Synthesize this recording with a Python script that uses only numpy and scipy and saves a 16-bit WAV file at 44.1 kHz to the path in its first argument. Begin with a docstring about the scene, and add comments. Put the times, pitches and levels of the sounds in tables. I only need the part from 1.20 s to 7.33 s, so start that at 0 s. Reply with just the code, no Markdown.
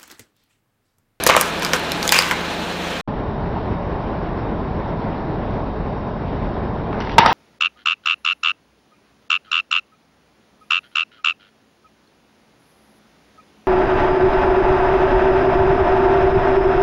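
"""A hollow plastic toy snaps, crunches and rattles in a yard as an idling car rolls its tyre over it.
After a short silent cut a second crush plays at quarter speed, so engine, fan and cracks sound two octaves lower.
Snaps are noise bursts with ringing pieces; the grind and crackle are many tiny slips and breaks under the tyre.
The engine is shaped noise and wavering tones. The loudest snaps overload the recorder."""
import sys
import numpy as np
from scipy import signal
from scipy.fft import rfft, irfft, next_fast_len
from scipy.io import wavfile
from scipy.ndimage import uniform_filter1d, map_coordinates

SR = 44100
rng = np.random.default_rng(int(sys.argv[2]) if len(sys.argv) > 2 else 0)


def nominal_scale(level):
    """Amplitude ratio for a level in decibels (scalar or array-like)."""
    x = np.asarray(level, float) / 20
    return 10 ** x


def log_audio(samples):
    """Write samples as a 16-bit WAV file to the path given in sys.argv[1]."""
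    # one column per channel
    frames = np.atleast_2d(samples).T
    # limit to full scale, then quantise
    limited = np.clip(frames, -1, 1)
    pcm = np.round(limited * 32767).astype(np.int16)
    wavfile.write(sys.argv[1], SR, pcm)


N = 270333  # length in samples

# the two shots: (start [s], end [s], playing speed [1 = full])
SHOT_TIMES = [(0, 1.812, 1), (1.876, 6.2, .25)]
# resonances of each shot's toy as heard: (pitch [Hz], width [Hz], relative level [dB])
SHELL_MODES = [
    [(499.4, 27, -3), (1034, 100, 3), (1270, 230, 0), (1548, 130, 3), (2100, 230, 2), (2583, 440, 5),
     (3786, 1100, -19.5), (4744, 120, -19.5), (6780, 1500, -20)],
    [(540, 78.8, -12.5), (764, 150, -1), (930, 200, 0.5), (1230, 140, -4), (1800, 500, -12),
     (2500, 190, -8), (2800, 340, -10), (3800, 640, -12.5), (4614, 380, -21.5)],
]


def unit(x):
    """Scales x to an rms of 1."""
    return x / np.sqrt(np.mean(x ** 2) + 1e-20)


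def along(points, hz):
    """Reads a curve of (pitch [Hz], value) points on a logarithmic pitch axis."""
    point_hz, value = np.transpose(points)
    return np.interp(np.log(hz + 1), np.log(point_hz + 1), value)


def wobble(rate):
    """A smooth random curve through `rate` random points a second."""
    points = rng.standard_normal(int(N * rate / SR) + 4)
    return map_coordinates(points, [np.arange(N) * rate / SR])


def filtered(x, response):
    """Multiplies the spectrum of x by a response that depends on frequency."""
    size = next_fast_len(N + SR // 2)
    spectrum = rfft(x, size) * response(np.fft.rfftfreq(size, 1 / SR))
    return irfft(spectrum, size)[..., :N]


def resonant(x, modes):
    """Lets x shake a set of resonances, which ring on after each push; their signs alternate."""
    def response(f):
        total = 0
        for k, (hz, width, db) in enumerate(modes):
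            total = total + (-1) ** k * nominal_scale(db) * 1j * f * width / (hz * hz - f * f + 1j * f * width)
        return total
    return filtered(x, response)


def narrow(hz, width_hz):
    """Noise through one narrow resonance, at rms 1: a breathy hum."""
    return unit(resonant(rng.standard_normal(N), [(hz, width_hz, 0)]))


def tones(hz, overtones, waver_db):
    """Sines at multiples of one pitch curve, each wavering in level on its own."""
    turn = 2 * np.pi * np.cumsum(hz) / SR
    total = np.zeros(N)
    for multiple, db in overtones:
        level = np.sqrt(2) * nominal_scale(db + waver_db * wobble(11.0))  # sqrt(2) turns rms into peak
        total += level * np.sin(multiple * turn + rng.uniform(0, 2 * np.pi))
    return total


def snaps(shot, speed):
    """Each break is a sharp burst of noise whose low part lasts longer; the broken piece rings at its own pitch."""
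    # breaks of the shell, per shot, levels before the mix below:
    # (time [s], crack level [dB], treble level [dB], pitch of the piece as heard [Hz], ring level [dB])
    breaks = [
        [(.0374, -16, -3.5, 5224, -33), (.0654, 1.5, 2, 1300, -6), (.0675, -15.5, -16.5, 508, -8.5),
         (.073, -4, 0, 4485, -6), (.0902, -4, -23, 1040, -4), (.0978, -2, -3, 1090, 2),
         (.105, -23, -28, 2090, 2.5), (.112, -35, -29, 1520, 0), (.1155, -21, -30, 620, -16),
         (.119, -23, -31, 2800, -12), (.127, -12, -26, 1140, -12.5), (.133, -24, -30, 1250, -13),
         (.139, -16, -28.5, 995, -12), (.144, -22, -30, 1510, -23), (.15, -18, -34, 1150, 2),
         (.158, -17, -31, 1100, -15), (.1651, -1, -3.5, 1270, -16), (.1665, -20, -22, 510, -8.5),
         (.176, -22, -28, 1270, 3), (.185, -24, -30, 1270, -9), (.204, -16, -16, 9020, -21.5),
         (.2115, -5.5, 4, 5860, -6), (.301, -30, -29, 14000, -30), (.396, -30, -28, 8950, -26),
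         (.423, -12, -25, 3500, -17), (.431, -15, -19, 2800, -27.5), (.4485, -9, -13, 4520, -26),
         (.464, -12.5, -29, 4480, -31), (.527, -23, -29, 3220, -22), (.5338, -0.5, -14.5, 1820, -5),
         (.536, -11, -26, 1250, -10.5), (.562, -31, -27, 8500, -21), (.595, -28, -27, 12530, -37),
         (.698, -33, -35, 7060, -35), (.7189, -15, -13.5, 3740, -8.5), (.8281, -10.5, -19, 4480, -16),
         (.8775, -10, -11.5, 6700, -6), (.892, -8.5, -9.5, 3460, -3), (.918, -22, -13, 8200, -15.5),
         (.9219, 5.5, 5, 1920, -0.5), (.926, -8, -21, 2600, -5), (.934, -13, -22, 2520, -8.5),
         (.938, -15, -20, 2550, -6), (.9445, -3, -22, 1900, -11), (.951, -22, -20, 2410, -8.5),
         (.9555, -20, -21.5, 2520, -11.5), (.9587, -11, -19.5, 1800, -4.5), (.9665, -17, -22, 2740, -9.5),
         (.9727, -11, -23, 2580, -8), (.9785, -22, -24, 2550, -9), (.9845, -12, -23, 2500, -9),
         (.9883, 6.5, -5, 4960, 4), (.9888, -12, -16, 2010, -3), (.994, -15, -24, 2600, -15),
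         (1.017, -20, -27, 1900, -17.5), (1.023, -11, -14, 11750, -26.5), (1.026, -28, -28.5, 950, -14.5),
         (1.033, -20, -28.5, 2900, -12), (1.09, -28, -23.5, 12100, -35.5), (1.1115, -12, -18, 2050, -2.5),
         (1.117, -26, -35, 2020, -13)],
        [(5.728, -22, -48.5, 1953, -30), (5.743, -27, -51.5, 1500, -24), (5.791, -34, -49.5, 2050, -33),
         (5.803, -21.5, -29, 1536, -20), (5.809, -24, -35, 2950, -30), (5.82, -31, -40, 2100, -25),
         (5.848, -32, -38, 2960, -35), (5.872, -25, -39, 895, -26), (5.894, -17.5, -40, 958, -17.5),
         (5.918, -31.5, -33, 532, -22), (5.982, 9, -10, 902, 14.5), (5.9835, -5, -12, 2760, -3.5),
         (5.9875, -2, -7, 930, 2.5), (5.991, 0, -14, 1357, -3.5), (5.997, -13, -23, 1300, -8.5),
         (6.003, -16, -28, 970, -11), (6.014, -18, -31, 820, -11), (6.024, -23, -30, 700, -11.5),
         (6.033, -17, -26, 800, -10.5), (6.037, -22, -30, 1000, -7), (6.051, -16, -30, 1230, -3),
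         (6.0605, -2, -5, 862, 7.5), (6.0635, -3, -15, 880, 0), (6.074, -14, -24, 885, -12),
         (6.082, -17, -20, 820, -8), (6.09, -15, -21, 764, -7), (6.097, -18, -24, 960, -12),
         (6.104, -16, -29.5, 879, -7), (6.111, -18, -25, 1100, -9), (6.119, -18, -30, 930, -8)],
    ]
    # band edges of knock, crack and treble as heard, per shot: (four edges [Hz])
    part_edges = [(380, 1500, 6000, 14500), (100, 500, 2000, 6000)]
    # big, low pieces knock: knock over crack for a 1 kHz piece, its fall an octave up, its lowest value
    knock_at_1k_db, knock_db_per_octave, knock_least_db = 6, 15, -11
    overtone, overtone_db = 1.42, -8.5  # second mode of a piece: pitch ratio and level over the first

    t = np.arange(SR // 8) / SR * speed  # slow play stretches time
    rise = 1 - np.exp(-t / 0.00013)
    t60 = np.array([[.013], [.0052], [.0045]])  # seconds for knock, crack, treble to fall 60 dB at full speed
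    parts, rings = np.zeros((3, N + SR)), np.zeros(N + SR)
    for time_s, crack_db, treble_db, hz, ring_db in breaks[shot]:
        octaves = np.log2(hz / speed / 1000)
        knock_db = max(knock_at_1k_db - knock_db_per_octave * octaves, knock_least_db)
        parts_db = np.array([[crack_db + knock_db], [crack_db], [treble_db]])
        noise = rng.standard_normal((4, len(t)))
        start = round(time_s * SR)
        parts[:, start:][:, :len(t)] += rise * nominal_scale(parts_db - 60 * t / t60) * np.sign(noise[:3])

        drift = 0.039 * speed * np.cumsum(noise[3])  # a cracked piece rings impurely
        ring_t60 = 10 * speed / hz + 0.005  # it dies after a like number of cycles
        turn = 2 * np.pi * hz * t / speed + drift
        ring = np.sin(turn) + nominal_scale(overtone_db) * np.sin(overtone * turn)
        rings[start:][:len(t)] += rise * nominal_scale(ring_db - 60 * t / ring_t60) * ring

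    edges = part_edges[shot]
    gains = np.sqrt(SR / 2 / np.diff(edges))  # each part keeps its level inside its band
    banded = []
    for k in range(3):
        band = signal.butter(3, edges[k:k + 2], "band", fs=SR, output="sos")
        banded.append(gains[k] * signal.sosfilt(band, parts[k, :N]))
    knock, crack, treble = banded
    hollow = nominal_scale(4) * resonant(knock, SHELL_MODES[shot][:1])  # the lowest resonance answers the knock
    shell = nominal_scale(-3.0) * resonant(crack, SHELL_MODES[shot])
    return nominal_scale(-2) * knock + hollow + crack + treble + rings[:N] + shell


def pressure(shot, speed):
    """Power of low resonances, high resonances and grit: each push rises fast, sags while it holds, then lets go."""
    # pushes of the tyre that grind the shell, per shot:
    # (start [s], length [s], level [dB], share of low resonances [0-1], grit over that level [dB])
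    pushes = [
        [(.066, 0.0063, -24, 0.1, 6), (.089, 0.0068, -11.5, 0.44, -16), (.101, 0.078, -17.5, 0.26, -24.5),
         (.167, 0.047, -24.5, 0.6, -3), (.213, 0.071, -25.5, 0.8, -8.5), (.29, 0.1, -43, 0.5, -22),
         (.42, 0.096, -29, 1, -9), (.534, 0.0035, -16, 0.86, -11), (.545, 0.037, -31, 0.8, -10),
         (.585, .13, -46, .3, -9.5), (.72, .1, -38.5, 0.3, -8), (.83, 0.1, -32.5, 0.6, -2),
         (.921, 0.07, -15.5, 0.25, -9), (.997, .06, -22, 0.56, -10), (1.06, 0.048, -29, 0.6, -10),
         (1.112, 0.0025, -18, 0.9, -15), (1.185, 0.074, -31.5, 0.8, -35)],
        [(5.72, 0.08, -35, 1, -29.5), (5.801, 0.16, -40, 0.5, -6.5), (5.89, 0.021, -33.5, 0.7, -14),
         (5.982, 0.002, -10, 0.17, -10), (5.99, .17, -19, 0.5, -10.5)],
    ]
    attack_s = 0.002
    sag_db_per_s, release_db_per_s = 50, 449  # the sag is at full speed, the release as heard

    start, length, db, low_share, grit_db = np.transpose(pushes[shot])[..., None]
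    since = np.arange(N) / SR - start
    sag_db = sag_db_per_s * speed * np.clip(since, 0, length)
    release_db = release_db_per_s * np.maximum(since - length, 0)
    power = (np.clip(since / attack_s, 0, 1) * nominal_scale(db - sag_db - release_db)) ** 2
    low_share = np.clip(low_share, 0, 1)
    shares = (low_share, 1 - low_share, nominal_scale(grit_db) ** 2)
    return [np.sum(share * power, axis=0) for share in shares]


def crush(shot, speed):
    """Dense tiny slips of uneven size under the tyre shake the shell and grind as bright grit."""
    low_gain, high_gain, grit_gain = np.sqrt(pressure(shot, speed))
    happens = rng.random(N) < 2500 * speed / SR  # 2500 slips a second at full speed
    slips = happens * nominal_scale(2.5 * rng.exponential(size=N)) * rng.standard_normal(N)
    slips = np.clip(unit(slips), -9, 9) + 0.69 * rng.standard_normal(N)

    modes = SHELL_MODES[shot]
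    low = unit(resonant(slips, modes[:4]))  # the first four resonances count as low
    high = unit(resonant(slips, modes[4:]))
    grit_hz, grit_width_hz = [6500, 3200][shot], [4200, 4500][shot]
    grit = unit(resonant(slips + .4 * rng.standard_normal(N), [(grit_hz, grit_width_hz, 0)]))
    flutter = nominal_scale(1.4 * wobble(240 * speed))
    return flutter * (low_gain * low + high_gain * high + grit_gain * grit)


def crackle(shot, speed):
    """Small fragments break at random while the tyre pushes; each rings a few cycles at its own pitch."""
    per_s = 600  # fragments a second as heard
    middle_hz, spread_octaves = [2800, 1596][shot], 1.3  # pitch as heard, at most this far up or down
    cycles_to_die = 13  # cycles to fall 60 dB
    level_db, scatter_db = -4, 1  # least level over the push, mean random extra

    draw = rng.random((int(per_s * N / SR), 4))
    start = (draw[:, 0] * N).astype(int)
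    octaves = spread_octaves * (draw[:, 1] + draw[:, 2] - 1)
    hz = middle_hz * 2 ** octaves[:, None]
    push = np.sqrt(sum(pressure(shot, speed)))
    size = push[start] * nominal_scale(level_db - scatter_db * np.log(1 - draw[:, 3]))

    k = np.arange(SR // 100)
    cycles = hz * k / SR
    grains = size[:, None] * nominal_scale(-60 * cycles / cycles_to_die) * np.sin(2 * np.pi * cycles)
    places = start[:, None] + k
    return np.bincount(places.ravel(), grains.ravel(), N + len(k))[:N]


def bay_air(speed):
    """Air and valve noise at rms 1: noise coloured by the engine bay, its treble flickering in random patches."""
    # colour of the bay at full speed: (pitch [Hz], relative level per Hz [dB])
    bay = [(40, -14), (90, -10.5), (155, -5), (195, -0.5), (500, -1), (900, -4), (1450, -7), (1570, -5.5),
           (1850, -7), (1950, -11), (2350, -8.5), (2700, -9), (4250, -12), (4600, -18.5), (7000, -24.5),
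           (10000, -33), (13000, -37.5), (21000, -46.5), (25000, -56.5)]
    patchy_db, patchy_hz = 1.5, 9000  # depth of the patches (rms), full above this pitch at full speed

    z = signal.stft(rng.standard_normal(N), nperseg=512)[2]
    patches = uniform_filter1d(rng.standard_normal(z.shape), size=8, axis=0)
    patches = unit(uniform_filter1d(patches, size=8, axis=1))
    treble = np.clip(np.arange(len(z)) * SR / 512 / speed / patchy_hz, 0, 1)[:, None]
    patchy = signal.istft(z * nominal_scale(patchy_db * treble * patches), nperseg=512)[1][:N]
    return unit(filtered(patchy, lambda hz: nominal_scale(along(bay, hz / speed))))


def engine(shot, speed):
    """Bay noise, a fan tone, firing overtones, hums and a whine; slow play lowers them all."""
    # fan overtones: (multiple of the fan tone, rms level before the tone lift [dB])
    blades = [(1, -36.5), (2, -48.5), (4, -43), (5, -42.5)]
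    # firing overtones: (multiple of the firing rate, rms level before the tone lift [dB])
    exhaust = [(1, -54.5), (2, -48), (3, -43), (4, -53.5), (8, -46.5)]
    # narrow hums of the engine bay at full speed: (pitch [Hz], width [Hz], rms level [dB])
    bay_hums = [(1670, 60, -49.5), (2416, 44, -45.5), (2987, 40, -52)]
    # a thin high whine at full speed: (pitch [Hz], width [Hz], rms level [dB])
    whine = (14900, 260, -61)
    roar_db, roar_fade_db_per_s = [-24, -23][shot], 1  # start level; it fades as the car rolls on
    fan_hz, fan_rise_hz_per_s = [167, 170][shot], 2.8  # at full speed: start pitch and climb
    firing_hz = 25.23  # at full speed
    tone_lift_db = [0.1, 2.5][shot]

    elapsed = (np.arange(N) / SR - SHOT_TIMES[shot][0]) * speed
    swell_db = .45 * wobble(24 * speed) + .7 * wobble(90 * speed)
    roar = nominal_scale(roar_db - roar_fade_db_per_s * elapsed + swell_db) * bay_air(speed)
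    fan = tones((fan_hz + fan_rise_hz_per_s * elapsed) * speed, blades, waver_db=1.3)
    uneven = 1 + 0.0039 * wobble(4.5)  # the idle is not quite steady
    firing = tones(firing_hz * speed * uneven, exhaust, waver_db=-1.0)
    hums = sum(nominal_scale(db) * narrow(hz * speed, width_hz * speed) for hz, width_hz, db in bay_hums + [whine])
    return roar + nominal_scale(tone_lift_db) * (fan + firing) + hums


def yard(x, speed):
    """Each frequency of the walls' answer dies at its own pace, stretched by slow play."""
    # answer of the walls at full speed: (pitch [Hz], time to fall 60 dB [s])
    wall_decay = [(300, 0.19), (2000, 0.41), (10000, 0.051)]
    hz, t, z = signal.stft(rng.standard_normal(SR), SR, nperseg=256)
    t60 = along(wall_decay, hz / speed)[:, None]
    tail = signal.istft(z * nominal_scale(-60 * t * speed / t60), SR, nperseg=256)[1]
    return signal.fftconvolve(x, tail / np.linalg.norm(tail))[:N]


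def scene():
    """Both shots one after the other, with silence at the cut."""
    out, t = np.zeros(N), np.arange(N) / SR
    for shot, (start, end, speed) in enumerate(SHOT_TIMES):
        breaks = snaps(shot, speed)
        echo = nominal_scale([-10, -12][shot]) * yard(breaks, speed)
        sound = breaks + crush(shot, speed) + crackle(shot, speed) + engine(shot, speed) + echo
        top_hz = min(15900, 24900 * speed)  # slow play lowers the upper limit too
        sound = filtered(sound, lambda hz: np.clip((top_hz - hz) / 400, 0, 1) ** 2)
        fade_in = np.clip((t - start) / .001 + .5, 0, 1)
        fade_out = np.clip((end - t) / .001, 0, 1)
        out += fade_in * fade_out * sound
    return out[None]


def low_pass(x):
    """Removes everything above the highest recorded frequency."""
    return signal.sosfilt(signal.butter(12, 16460, fs=SR, output="sos"), x)


def record(dry):
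    """Gain control pulls the level down shortly after loud moments; the sharpest snaps still hit the ceiling."""
    memory = np.exp(-1 / (.04 * SR))  # the level is averaged over about 40 ms
    power = signal.lfilter([1 - memory], [1, -memory], np.minimum(dry ** 2, 1))
    power_db = 10 * np.log10(power + 1e-12)
    ducked = dry * nominal_scale(-.35 * np.maximum(power_db + 17.5, 0))  # acts above -17.5 dB
    clipped = ducked / (1 + np.abs(ducked / .99) ** 16) ** (1 / 16)
    mix = filtered(clipped, lambda hz: hz ** 2 / (hz ** 2 + 14 ** 2))  # the deepest bass is blocked
    return low_pass(mix)


dry = scene()
out = record(dry)
log_audio(out)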